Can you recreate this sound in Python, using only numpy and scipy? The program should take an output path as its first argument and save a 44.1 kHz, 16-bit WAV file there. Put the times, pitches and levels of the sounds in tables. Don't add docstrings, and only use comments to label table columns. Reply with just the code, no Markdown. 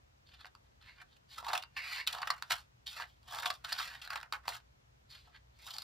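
import sys
import numpy as np
from scipy import signal
from scipy.fft import rfft, irfft, next_fast_len
from scipy.io import wavfile
from scipy.ndimage import uniform_filter1d

SR = 44100
rng = np.random.default_rng(int(sys.argv[2]) if len(sys.argv) > 2 else 0)


def pcm_store(signal):
    levels = np.round(np.clip(np.atleast_2d(signal), -1, 1) * 32767)
    wavfile.write(sys.argv[1], SR, levels.astype(np.int16).T)


def volts_from_db(level):
    exponent = np.asarray(level, float) / 20
    return 10 ** exponent


N = 257323

# f/Hz, density/dB per Hz
SHEET_SPECTRUM = [(250, -26.5), (450, -14.5), (750, 0), (2800, -6.5), (4200, -36.5)]
# f/Hz, density/dB per Hz
BLADE_SPECTRUM = [(1500, -25), (2500, -2.5), (4800, -1.5), (5500, -24), (6500, -43.5)]
# f/Hz, density/dB per Hz
FIZZ_SPECTRUM = [(3500, -33), (5200, -6), (6200, -12.5), (8500, -8.5), (11000, -10.5), (15600, -23),
                 (16100, -70)]


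def evened(x):
    return x / np.sqrt(np.mean(x ** 2) + 1e-20)


def smooth_twice(x, size, axes=(-1, -1)):
    for axis in axes:
        x = uniform_filter1d(x, size, axis)
    return x


def read_curve(points, hz):
    f, value = np.transpose(points)
    return np.interp(np.log(hz + 1), np.log(f + 1), value)


def mix_at(mix, s, sound):
    part = mix[round(s * SR):][:len(sound)]
    part += sound[:len(part)]


def colour(x, points):
    hz = abs(np.fft.fftfreq(2048, 1 / SR))
    log_gain = np.log(volts_from_db(np.maximum(read_curve(points, hz), -70)))
    taps = np.fft.ifft(np.exp(np.conj(signal.hilbert(log_gain)))).real[:1024]
    return signal.oaconvolve(x, taps / np.linalg.norm(taps))[:len(x)]


def resonate(x, hz, width_hz):
    turn = np.exp(2j * np.pi * np.cumsum(hz * np.ones(len(x))) / SR)
    r = np.exp(-np.pi * width_hz / SR)
    for _ in range(2):
        x = 2 * (turn * signal.lfilter([1 - r], [1, -r], x / turn + 1e-18)).real
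    return x


def hum():
    # f/Hz, width/Hz, level/dB
    hum_lines = [(59.3, 7.3, -2.5), (119.1, 31, -5)]
    # t/s, level/dB
    hum_swell = [
        (0.0, -72),
        (5.42, -68),
        (5.83, -74),
    ]
    push = rng.standard_normal(N)
    lines = sum(volts_from_db(db) * evened(resonate(push, hz, width_hz)) for hz, width_hz, db in hum_lines)
    return lines * volts_from_db(np.interp(np.arange(N) / SR, *np.transpose(hum_swell)))


def air():
    # f/Hz, density/dB per Hz
    air_spectrum = [(28, -42.5), (50, -2.5), (80, 0), (125, -10), (300, -21), (1000, -25), (6300, -33),
                    (8600, -40.5), (9600, -40.5), (10800, -42.5), (14700, -41), (16500, -50.5)]
    # f/Hz, side-mid/dB
    air_spread = [(60, -18.5), (130, -6.5), (290, 2), (640, 9), (1400, 7.5), (7000, 1), (9600, 7.5),
                  (11500, 1.5)]
    frames, hz = N // 512 + 5, np.fft.rfftfreq(2048, 1 / SR)
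    a, b, c, d, patches = rng.standard_normal((frames, 1025, 5)).T
    patches = evened(smooth_twice(patches, 8, (0, 1)))
    spread = volts_from_db(read_curve(air_spread, hz))[:, None]
    z = np.array([a + 1j * b, (c + 1j * d) * spread])
    z = z * volts_from_db(read_curve(air_spectrum, hz)[:, None] + 0.68 * patches)
    mid, side = signal.istft(z, nperseg=2048, noverlap=1536)[1][:, :N]
    level = volts_from_db(-70) / np.std(mid)
    balance = volts_from_db([[.45], [-.45]])
    return (level * np.array([mid + side, mid - side]) + hum()) * balance


def room(x):
    # f/Hz, t60/s
    decay = [(500, 0.18), (2000, 0.12), (8000, 0.04)]
    taps = np.zeros((2, SR // 2))
    slots = np.arange(180, SR // 2 - 20, 20)
    at = slots + rng.integers(0, 20, (2, len(slots)))
    np.put_along_axis(taps, at, rng.choice([-1., 1.], at.shape), 1)
    hz, t, z = signal.stft(taps, SR, nperseg=256)
    fade = volts_from_db(-60 * t / read_curve(decay, hz)[:, None])
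    tail = signal.istft(z * fade, SR, nperseg=256)[1]
    tail = tail + 0.095 * tail[::-1]
    return signal.fftconvolve(x[None], tail / np.linalg.norm(tail[0]), axes=1)[:, :N]


def ports(pair):
    # f/Hz, phase/rad
    lead = [(0, 0), (600, -1.1), (1120, -.5), (2070, -.8), (2400, -1.4), (2700, .9), (4000, .1),
            (7150, -1.7), (9040, -2.9), (10900, -3.5), (13900, -5.7)]
    # f/Hz, left-right/dB
    lean = [(300, 1), (770, 0), (1500, -2.5), (2700, -2), (4200, 0)]
    size = next_fast_len(N + 4096)
    hz = np.fft.rfftfreq(size, 1 / SR)
    half = volts_from_db(read_curve(lean, hz) / 2) * np.exp(.5j * np.interp(hz, *np.transpose(lead)))
    return irfft(rfft(pair, size) * np.array([half, 1 / half]), size)[:, :N]


def fibres(count, per_s, spread_db, clump_db):
    size = volts_from_db(spread_db * np.minimum(rng.exponential(1, count), 4)) * rng.choice([-1., 1.], count)
    clumps = evened(smooth_twice(rng.standard_normal(count), 200))
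    return size * (rng.random(count) < per_s / SR) * volts_from_db(clump_db * clumps)


def plate(drive, ring_ms):
    t = np.arange(1500) / SR
    modes = rng.standard_normal((3, len(t))) * np.exp(-t * 1e3 / ring_ms)
    bend = np.cos(np.pi * (np.arange(len(drive)) / SR * 9 + np.arange(3)[:, None] / 3))
    ringing = signal.oaconvolve(drive * bend, modes, axes=1).sum(0)[:len(drive)]
    return evened(drive) + evened(ringing)


def body(drive, hz, width_hz, skirt_db, edges):
    peak = resonate(drive, hz, width_hz)
    skirt = resonate(drive, hz, 3 * width_hz)
    return colour(evened(peak) + volts_from_db(skirt_db) * evened(skirt), edges)


def wander():
    bend_share, bend_s = .035, .03
    return np.exp(bend_share * evened(smooth_twice(rng.standard_normal(N), round(bend_s * SR))))


def effort_db(pushes):
    range_db = 25
    rounding = 1.53
    t = np.arange(0, N + 64, 64) / SR
    peak_s, rise_s, fall_s, sheet_db, over_db = np.transpose(pushes)[:, :, None]
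    away = np.maximum((peak_s - t) / rise_s, (t - peak_s) / fall_s)
    sheet = volts_from_db(sheet_db - range_db * away ** rounding) ** 2
    blade = sheet * volts_from_db(over_db) ** 2
    return [np.interp(np.arange(N) / SR, t, 10 * np.log10(p.sum(0) + 1e-20)) for p in (sheet, blade)]


def tearing(pushes, sheet_hz, blade_hz, fizz_db, clump_db, skirt_db):
    sheet_db, blade_db = effort_db(pushes)
    drive = fibres(N, per_s=5000, spread_db=3.0, clump_db=clump_db)
    sheet = body(plate(drive, ring_ms=6.0), sheet_hz * wander(), 470, skirt_db, SHEET_SPECTRUM)
    blade = body(plate(drive, ring_ms=5.0), blade_hz * wander(), 1000, skirt_db, BLADE_SPECTRUM)
    fizz = volts_from_db(fizz_db) * evened(colour(drive, FIZZ_SPECTRUM))
    return volts_from_db(sheet_db) * evened(sheet) + volts_from_db(blade_db) * (evened(blade) + fizz)


def strokes():
    # peak t/s, rise/s, fall/s, sheet level/dB, blade over sheet/dB
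    cuts = [(1.385, 0.022, 0.045, -45, -6.5), (1.465, 0.035, 0.17, -45, -10.5),
            (1.575, 0.12, 0.062, -41.5, -9.5), (2.161, 0.069, 0.21, -49, -16),
            (2.992, 0.09, 0.083, -53, -10), (3.349, 0.093, .12, -47.5, -2),
            (3.468, 0.12, 0.066, -45.5, -1.5), (4.484, 0.02, 0.048, -47.5, 1),
            (5.28, 0.03, 0.046, -66.5, -12), (5.68, 0.12, 0.14, -65, 9), (5.76, 0.2, 0.28, -61, -1.5)]
    # peak t/s, rise/s, fall/s, sheet level/dB, blade over sheet/dB
    tips = [(2.299, 0.092, 0.16, -52, -7.5), (2.43, .008, 0.1, -62.5, -3), (2.516, 0.02, 0.039, -35, -1.5),
            (2.545, 0.058, 0.094, -51, -0.5), (3.54, 0.054, 0.071, -64, 4), (3.646, 0.01, 0.083, -52, -4.5),
            (4.12, 0.032, 0.064, -43, -13), (4.17, 0.069, 0.065, -48.5, -12.5),
            (4.239, 0.059, 0.058, -55.5, -17), (4.335, 0.0087, 0.068, -46, -12),
            (4.461, 0.047, 0.06, -57.5, -16), (4.55, 0.096, 0.048, -52.5, 1.5)]
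    # peak t/s, rise/s, fall/s, sheet level/dB, blade over sheet/dB
    shears = [
        (1.768, 0.0054, 0.081, -36.5, -10),
        (1.86, 0.11, 0.068, -45.5, -6.5),
        (1.93, 0.13, 0.12, -45.5, 0),
        (1.999, 0.14, 0.049, -41, -8),
        (.89, 0.073, 0.077, -57, -10.5),
        (1.31, 0.036, 0.096, -70.5, 8.5),
        (1.449, .008, 0.041, -63.5, 9),
        (5.101, 0.013, 0.2, -72, 12.5),
        (5.61, 0.047, .12, -67, -0.5),
        (5.82, 0.28, 0.11, -66, 6),
    ]
    # peak t/s, rise/s, fall/s, sheet level/dB, blade over sheet/dB
    slides = [
        (2.079, .012, 0.17, -50, 3),
        (2.867, 0.0064, 0.27, -63, 11.5),
        (3.02, 0.12, 0.024, -47, -3),
        (3.289, 0.025, .06, -64, 6.5),
        (1.33, 0.044, 0.082, -64, 6.5),
        (3.702, 0.053, 0.2, -51, 1.5),
        (3.8, 0.046, 0.17, -47, 2),
        (3.93, 0.35, 0.11, -53.5, -4.5),
        (4.019, 0.0054, 0.089, -52, -1),
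    ]
    # peak t/s, rise/s, fall/s, sheet level/dB, blade over sheet/dB
    rustles = [(0.273, 0.015, 0.11, -81.5, 17.5), (.335, 0.046, 0.057, -66.5, 7),
               (0.411, 0.04, 0.051, -62.5, 3.5), (.47, 0.031, .05, -73, -12), (.66, .05, 0.031, -80, 0.5),
               (.82, 0.014, 0.24, -69, 5), (1.011, 0.054, 0.025, -55, -6.5), (1.12, 0.066, 0.082, -76.5, 6),
               (5.161, 0.071, .06, -59.5, 4.5), (5.26, 0.055, 0.1, -77, 5.5),
               (5.361, 0.038, 0.02, -51.5, -5)]
    # sheet f/Hz, blade f/Hz, fizz over blade/dB, clumping/dB, skirt over peak/dB
    loads = [
        (900, 3420, 0, 4.5, 2.5),
        (1332, 3380, -0.5, 3.5, 19),
        (2130, 4300, -6.5, 1.4, 8.5),
        (1650, 3460, -4.5, 2.5, 22),
        (1620, 3470, -11, 4, 15),
    ]
    kinds = (cuts, tips, shears, slides, rustles)
    return sum(tearing(pushes, *load) for pushes, load in zip(kinds, loads))


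def snap(s, blade_db, blade_hz, sheet_db, sheet_hz, swell_ms):
    grit = rng.standard_normal(1600)
    u = np.arange(len(grit)) / SR * 1e3 / max(1.2 * swell_ms, .4)
    burst = grit * (u * np.exp(1 - u)) ** 1.53
    sheet = body(burst, sheet_hz, 520, 6.5, SHEET_SPECTRUM)
    blade = body(burst, blade_hz, 920, 4.5, BLADE_SPECTRUM)
    fizz = colour(burst, FIZZ_SPECTRUM)
    sheet, blade, fizz = (v / abs(v).max() for v in (sheet, blade, fizz))
    return s, volts_from_db(sheet_db + 4) * sheet + volts_from_db(blade_db + 1.5) * (blade + volts_from_db(-3.5) * fizz)


def snaps():
    # t/s, level/dB, sheet f/Hz, swell/ms
    buckles = [(.4456, -42.5, 1290, 0.71), (1.4271, -43.5, 795, 0.75), (1.5012, -34.5, 1160, 2.4),
               (1.5117, -45, 940, 1.4), (1.7645, -47, 2160, 1.2), (2.1641, -56, 1344, 0.4),
               (2.229, -29, 1190, 1.3), (2.9978, -35.5, 1130, 2.2), (3.0385, -43.5, 1850, 1.1),
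               (3.3368, -41.5, 1010, 2.2), (3.355, -40.5, 1120, 9.7), (3.4017, -43, 1100, 2.8),
               (3.4284, -36.5, 1700, 3.9), (3.4464, -37.5, 1040, 0.37), (4.1227, -50, 1720, 3.4),
               (4.3341, -44, 1447, 0.3), (4.5198, -44, 1860, 2.3)]
    # t/s, level/dB, blade f/Hz, swell/ms
    slips = [(1.163, -60, 2850, 3.8), (1.5759, -28, 3154, 1.3), (1.6233, -39.5, 3100, 1.8),
             (2.0662, -35, 4000, 1.3), (2.0728, -20, 3500, 1.1), (2.0775, -25, 3440, 1.4),
             (2.1264, -32.5, 3395, 2.7), (3.229, -59, 3900, 1.2), (3.6455, -36, 4690, 1.44),
             (3.7248, -26.5, 5050, 2.3), (4.0143, -42.5, 2950, 4.1), (4.048, -43, 4500, 2),
             (5.7044, -40.5, 3930, 3.1), (5.734, -40.5, 4750, 3.9), (5.764, -39, 4540, 1.1),
             (5.7825, -33, 4260, 1.4), (5.819, -39, 4470, 2)]
    # t/s, level/dB, blade f/Hz, sheet f/Hz, swell/ms
    bites = [(0.4546, -47, 4430, 1560, 0.94), (0.5501, -50.5, 4800, 1240, 0.98),
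             (1.0115, -51.5, 2400, 1600, 5.1), (1.4799, -35.5, 4080, 950, 5.1),
             (1.5304, -29.5, 3760, 1260, 2.9), (1.5502, -30, 2500, 1240, 2.6),
             (2.1467, -37.5, 3140, 1220, 2.3), (2.1821, -42.5, 4370, 995, 2.2), (2.216, -37, 4500, 1040, 3),
             (2.2719, -30.5, 2340, 1450, 1.7), (2.3015, -24.5, 4500, 1285, 2.37),
             (2.4232, -31.5, 4300, 1460, 0.77), (2.5063, -28.5, 3840, 1393, 1.31),
             (3.3844, -34, 3650, 1230, 1.94), (3.4557, -26, 3540, 1100, 3.5),
             (3.5005, -28, 3850, 1187, 2.76), (3.787, -34.5, 4740, 1580, 2), (3.7966, -36, 2730, 1190, 4.3),
             (4.1023, -35, 4530, 1480, 2.2), (4.13, -39, 2500, 1610, 2.2), (4.1558, -33, 2400, 1100, 2.3),
             (4.2287, -42, 2440, 1540, 1.5), (4.3238, -29.5, 4470, 1190, 1.12), (4.48, -27, 4500, 880, .35)]
    # t/s, level/dB, swell/ms
    ticks = [(.4621, -54.5, 4.3), (1.456, -65, 0.32), (2.2, -62, 1.1), (3.028, -49, 1.9),
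             (4.0746, -42.5, 0.81), (4.173, -42.5, 2), (5.6717, -50.5, 8.4), (0.29, -65, 1.4),
             (3.7205, -35.5, 1.7), (4.061, -52, 1), (4.212, -48, 0.81), (4.6, -62, 1.4), (4.5, -41, 0.48),
             (4.2, -50, 1.5), (1.445, -45.5, 1.6), (3.765, -44, 1), (0.72, -74.5, 1.4), (4.141, -54, 1.3),
             (1.918, -46, 1.7), (1.636, -41, 0.48), (1, -72, 1.1)]
    usual_blade_hz, usual_sheet_hz = 3840, 1470
    buckle_blade_db, slip_sheet_db, bite_blade_db = -12.5, -15.5, -1
    return ([(s, db + buckle_blade_db, usual_blade_hz, db, hz, ms) for s, db, hz, ms in buckles]
            + [(s, db, hz, db + slip_sheet_db, usual_sheet_hz, ms) for s, db, hz, ms in slips]
            + [(s, db + bite_blade_db, blade_hz, db, hz, ms) for s, db, blade_hz, hz, ms in bites]
            + [(s, db, usual_blade_hz, db, usual_sheet_hz, ms) for s, db, ms in ticks])


def steel_ring(hits):
    # f/Hz, level/dB, t60/s
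    steel = [(2755, -25, 0.2), (2890, -21, 0.16), (3020, -22.5, 0.11)]
    # from t/s, to t/s
    loose_grip = (1.54, 2.49)
    damped_db = -14
    t, now = np.arange(SR // 4) / SR, np.arange(N) / SR
    ring = sum(volts_from_db(db - 60 * t / t60) * np.sin(2 * np.pi * hz * t) for hz, db, t60 in steel)
    free = np.where((now > loose_grip[0]) & (now < loose_grip[1]), 1, volts_from_db(damped_db))
    return 0.076 * signal.oaconvolve(hits * free, ring)[:N]


def scissors():
    rub = strokes()
    hits = np.zeros(N)
    for row in snaps():
        mix_at(hits, *snap(*row))
    return rub + hits + steel_ring(hits)


def scene():
    near = scissors()
    return ports(near + volts_from_db(-11) * room(near)) + air()


def starve(pair):
    # f/Hz, level/dB
    starved = [
        [(8300, -130), (8900, -106), (10400, -106), (10800, -122), (12100, -121), (12300, -114.5)],
        [(11900, -130), (12100, -106), (14500, -98)],
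    ]
    mood_db = 3
    hz, t, z = signal.stft(np.array([pair[0] + pair[1], pair[0] - pair[1]]) / 2, SR, nperseg=1024)
    power = uniform_filter1d(uniform_filter1d(abs(z) ** 2, size=16, axis=1), size=3, axis=2)
    band_db = 10 * np.log10(power + 1e-20)
    loud_db = np.maximum(band_db[0, 30:120].mean(0) + 92, 0)
    limit_db = np.array([np.interp(hz, *np.transpose(curve)) for curve in starved])[:, :, None]
    moods = np.kron(rng.standard_normal((len(t) // 3 + 1, 33)).T, np.ones((16, 3)))
    moods = moods[:len(hz), :len(t)]
    strong = band_db + mood_db * moods > limit_db + .5 * loud_db
    f = hz[:, None]
    kept = strong & (f < 16200) | (f < 8300)
    mid, side = signal.istft(z * kept, SR, nperseg=1024)[1][:, :N]
    return np.array([mid + side, mid - side])


def top_cut(x):
    return signal.sosfilt(signal.butter(12, 16800, fs=SR, output="sos"), x)


def record(dry):
    mix = starve(dry)
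    return top_cut(mix)


dry = scene()
out = record(dry)
pcm_store(out)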